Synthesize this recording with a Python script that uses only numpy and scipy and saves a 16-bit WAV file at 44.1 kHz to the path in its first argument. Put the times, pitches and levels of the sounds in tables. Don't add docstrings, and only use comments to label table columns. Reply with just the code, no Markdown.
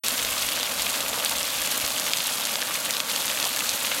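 import sys
import numpy as np
from scipy import signal
from scipy.fft import rfft, irfft, next_fast_len
from scipy.io import wavfile
from scipy.ndimage import map_coordinates

SR = 44100
rng = np.random.default_rng(int(sys.argv[2]) if len(sys.argv) > 2 else 0)


def materialize(psi):
    bounded = np.clip(np.atleast_2d(psi).T, -1, 1)
    quanta = np.round(bounded * 32767).astype(np.int16)
    wavfile.write(sys.argv[1], SR, quanta)


N = 176400


def amp(db):
    return 10 ** (np.asarray(db) / 20)


def unit(x):
    return x / np.sqrt(np.mean(x ** 2) + 1e-20)


def curve(rows):
    return np.interp(np.arange(N) / SR, *np.transpose(rows))


def wobble(rate):
    return map_coordinates(rng.standard_normal(512), [np.arange(N) * rate / SR], mode="wrap")


def coloured(x, points):
    m = 2 * next_fast_len(N // 2 + 8192)
    hz, db = np.transpose(points)
    eq_db = np.interp(np.log(np.fft.rfftfreq(m, 1 / SR) + 1), np.log(hz), db)
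    cepstrum = irfft(np.log(amp(eq_db)))
    cepstrum[1:m // 2] *= 2
    cepstrum[m // 2 + 1:] = 0
    return irfft(rfft(x, m) * np.exp(rfft(cepstrum)), m)[:N]


def rush(spectrum):
    return unit(coloured(rng.standard_normal(N), spectrum))


def impacts(onset_s, gain, hz, cycles, samples):
    turns = np.clip(hz, 300, 15000)[:, None] * np.arange(samples) / SR
    age = 2 * turns / cycles
    phase = rng.random((len(onset_s), 1))
    wave = age * np.exp(-age) * np.sin(2 * np.pi * (turns + phase))
    wave *= (gain / np.sqrt(np.sum(wave ** 2, axis=1) * 1000 / SR + 1e-12))[:, None]
    at = np.abs(onset_s * SR).astype(int)[:, None] + np.arange(samples)
    return np.bincount(at.ravel(), wave.ravel(), N)[:N]


def patter(hz, spread_oct, scatter_db, count, jitter_s=0.012):
    size = np.minimum(np.sort(rng.standard_normal(count)), 1.67)
    slots = np.arange(count) * (np.sqrt(5) - 1) / 2
    jitter = jitter_s * SR / N * rng.standard_normal(count)
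    onset_s = (slots + jitter + rng.random()) % 1 * N / SR
    pitch = hz * 2 ** (spread_oct * rng.standard_normal(count))
    cycles = 0.67 * 2 ** (0.72 * rng.standard_normal((count, 1)))
    return unit(impacts(onset_s, amp(scatter_db * size), pitch, cycles, samples=256))


def wind(trim_db=2.5):
    # (time [s], level [dB])
    gusts = [(0.05, -64), (0.32, -49.5), (0.37, -65), (0.46, -49), (0.51, -67), (0.81, -58), (1.01, -67),
             (1.12, -52), (1.28, -72), (1.41, -47), (1.49, -74), (1.59, -53), (1.82, -72), (1.84, -49),
             (1.92, -63), (2.57, -89), (3.48, -66), (4.0, -66)]
    # (frequency [Hz], level [dB])
    rumble = [(12, -20), (35, -3), (75, 4), (130, -4), (300, -42), (1000, -86)]
    return amp(curve(gusts) + trim_db + 2 * wobble(19)) * rush(rumble)


def vent(level_db=-39):
    # (frequency [Hz], level [dB])
    resonances = [(35, -43), (80, -13.5), (150, -9.5), (200, -5.5), (255, -2.5), (320, -5.5), (375, -20.5),
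                  (430, -10), (520, -1), (620, 0), (710, -7), (900, -3.5), (1000, -8), (1140, -1.5),
                  (1300, -8.5), (2200, -15), (5000, -50.5)]
    return amp(level_db + 0.94 * wobble(29.92)) * rush(resonances)


def gush():
    # (time [s], level [dB])
    surges = [(.05, -42), (.8, -42.5), (.95, -36.5), (1.05, -36.5), (1.17, -31.5), (1.33, -40.5),
              (1.4, -46), (1.9, -43.5), (3.35, -44), (3.44, -35), (3.5, -46), (4, -41)]
    return amp(curve(surges)) * patter(hz=950, spread_oct=0.55, scatter_db=3.5, count=2400)


def steam(flow_db, trim_db=-5.5):
    # (frequency [Hz], level [dB])
    hiss = [(200, -32), (700, -11), (1400, 0.5), (1900, -2.5), (3100, 1.5), (4400, 0), (5100, -3),
            (6200, -2), (10200, -5), (12100, -2), (15800, -11.5)]
    return amp(flow_db + trim_db + 0.44 * wobble(14)) * rush(hiss)


def wet_rock(hits, t60_s=0.017, tail_db=-8, tail_samples=2048, spots=16):
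    # (frequency [Hz], gain [dB])
    rock_eq = [(30, -34), (100, -14.5), (380, -8.5), (600, -4.5), (1200, -3), (1900, -4.5), (2900, -0.5),
               (3500, 1), (4500, -1), (5100, -2.5), (6500, 0), (10000, -0.03), (12200, 2.5), (15800, -5.5)]
    decay = amp(-60 * np.arange(tail_samples) / SR / t60_s)
    tails = rng.standard_normal((spots, tail_samples)) * decay
    spot = np.repeat(rng.integers(spots, size=N // 256 + 1), 256)[:N]
    scatter = np.zeros(N)
    for k, tail in enumerate(tails):
        scatter += signal.oaconvolve(hits * (spot == k), tail / np.linalg.norm(tail))[:N]
    return coloured(hits + amp(tail_db) * scatter, rock_eq)


def splats(bubbles=12, scatter_db=3.5, trim_db=-1):
    # (time [s], length [s], level [dB], pitch [Hz])
    lumps = [(.062, 0.0092, -29, 4600), (0.324, .008, -27.5, 2500), (0.362, .012, -30, 1150),
             (0.419, 0.01, -33, 4000), (.486, 0.0046, -32, 2400), (0.527, 0.017, -32, 3100),
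             (0.603, 0.011, -30, 3300), (.865, 0.0067, -27, 2830), (1.256, .008, -20.5, 3500),
             (1.313, .03, -29, 950), (2.62, 0.0068, -24, 1750), (2.751, 0.0092, -25.5, 2100),
             (2.889, 0.014, -25, 2020), (3.131, 0.0089, -30, 2750), (3.44, 0.016, -41, 4200),
             (3.456, .012, -28, 920), (3.603, .007, -28, 2150), (3.62, 0.0075, -29, 1290),
             (3.691, 0.0035, -17.5, 5650), (3.911, .007, -35, 1700)]
    out = np.zeros(N)
    for start_s, length_s, db, hz in lumps:
        onset_s = start_s + length_s * (np.arange(bubbles) + rng.random(bubbles)) / bubbles
        pitch = hz * 2 ** (0.25 * rng.uniform(-0.73, 1, bubbles))
        gain = amp(scatter_db * rng.standard_normal(bubbles))
        burst = impacts(onset_s, gain, pitch, cycles=2, samples=400)
        out += amp(db + trim_db) * unit(burst) * np.sqrt(length_s * SR / N)
    return out


def fat_drops(trim_db=-2):
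    # (time [s], level [dB], pitch [Hz])
    drops = [(0.0663, -18, 4700), (0.0837, -12.5, 8450), (0.2493, -14.5, 4600), (0.4255, -21, 4380),
             (0.4887, -15, 3500), (0.52, -17, 3500), (0.599, -17, 4500), (0.631, -12.5, 4430),
             (0.8083, -20.5, 3300), (0.8207, -17.5, 6800), (0.8659, -16, 2740), (1.2485, -12, 8600),
             (1.2605, -15, 3530), (1.296, -15, 8050), (1.3844, -16.5, 7600), (1.4306, -17, 5200),
             (1.6176, -17, 6130), (1.724, -27, 6700), (1.7766, -17.5, 9000), (1.8643, -15, 6100),
             (1.9042, -21, 4800), (1.9792, -19, 8800), (1.9984, -18, 7000), (2.0973, -21, 5630),
             (2.135, -9.5, 3570), (2.1855, -17, 4700), (2.2043, -16, 3620), (2.2711, -17, 9900),
             (2.453, -15.5, 5870), (2.5566, -13, 3860), (2.6182, -15, 4200), (2.6266, -17, 3200),
             (2.9082, -12.5, 6500), (2.9682, -15, 4000), (3.003, -11.5, 3500), (3.115, -18, 4000),
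             (3.1615, -15, 4200), (3.2567, -18.5, 9100), (3.2696, -18.5, 4800), (3.2805, -17.5, 4300),
             (3.4, -13.5, 3880), (3.428, -14, 4340), (3.4425, -15, 4100), (3.4524, -16, 4180),
             (3.4926, -18, 9200), (3.5627, -16, 9200), (3.5917, -17, 5800), (3.606, -18, 2800),
             (3.6922, -17.5, 6000), (3.8489, -14.5, 3200), (3.8709, -17, 3600), (3.9172, -15, 2030)]
    onset_s, db, hz = np.transpose(drops)
    return impacts(onset_s, amp(db + trim_db), hz, cycles=0.56, samples=160)


def shower(flow_db):
    mist = amp(-11.5 + 0.93 * wobble(18)) * patter(hz=11900, spread_oct=0.23, scatter_db=7, count=1500)
    fine = amp(-6 + 2.2 * wobble(40)) * patter(hz=7450, spread_oct=0.56, scatter_db=4, count=5000)
    coarse = amp(-4.5 + 1.8 * wobble(50)) * patter(hz=3200, spread_oct=0.67, scatter_db=5.5, count=3200)
    clumps_db = 0.92 * wobble(110)
    return amp(flow_db + clumps_db) * (mist + fine + coarse)


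def scene():
    # (time [s], level [dB])
    flow = [(.05, -26.5), (.35, -26.5), (.53, -27.5), (.7, -28), (.9, -26), (1.1, -29), (1.25, -27),
            (1.45, -28), (1.8, -27), (2.3, -28), (2.7, -29), (2.9, -28), (3.04, -31), (3.12, -28),
            (3.55, -27.5), (4, -27)]
    flow_db = curve(flow)
    bed = steam(flow_db) + vent() + wind()
    water = shower(flow_db) + gush() + fat_drops() + splats()
    return (bed + wet_rock(water))[None]


def record(dry, start_s=0.036, top_hz=15850):
    m = next_fast_len(N + 8192)
    gated = dry * (np.arange(N) / SR > start_s)
    passband = np.fft.rfftfreq(m, 1 / SR) < top_hz
    return irfft(rfft(gated, m) * passband, m)[..., :N]


dry = scene()
out = record(dry)
materialize(out)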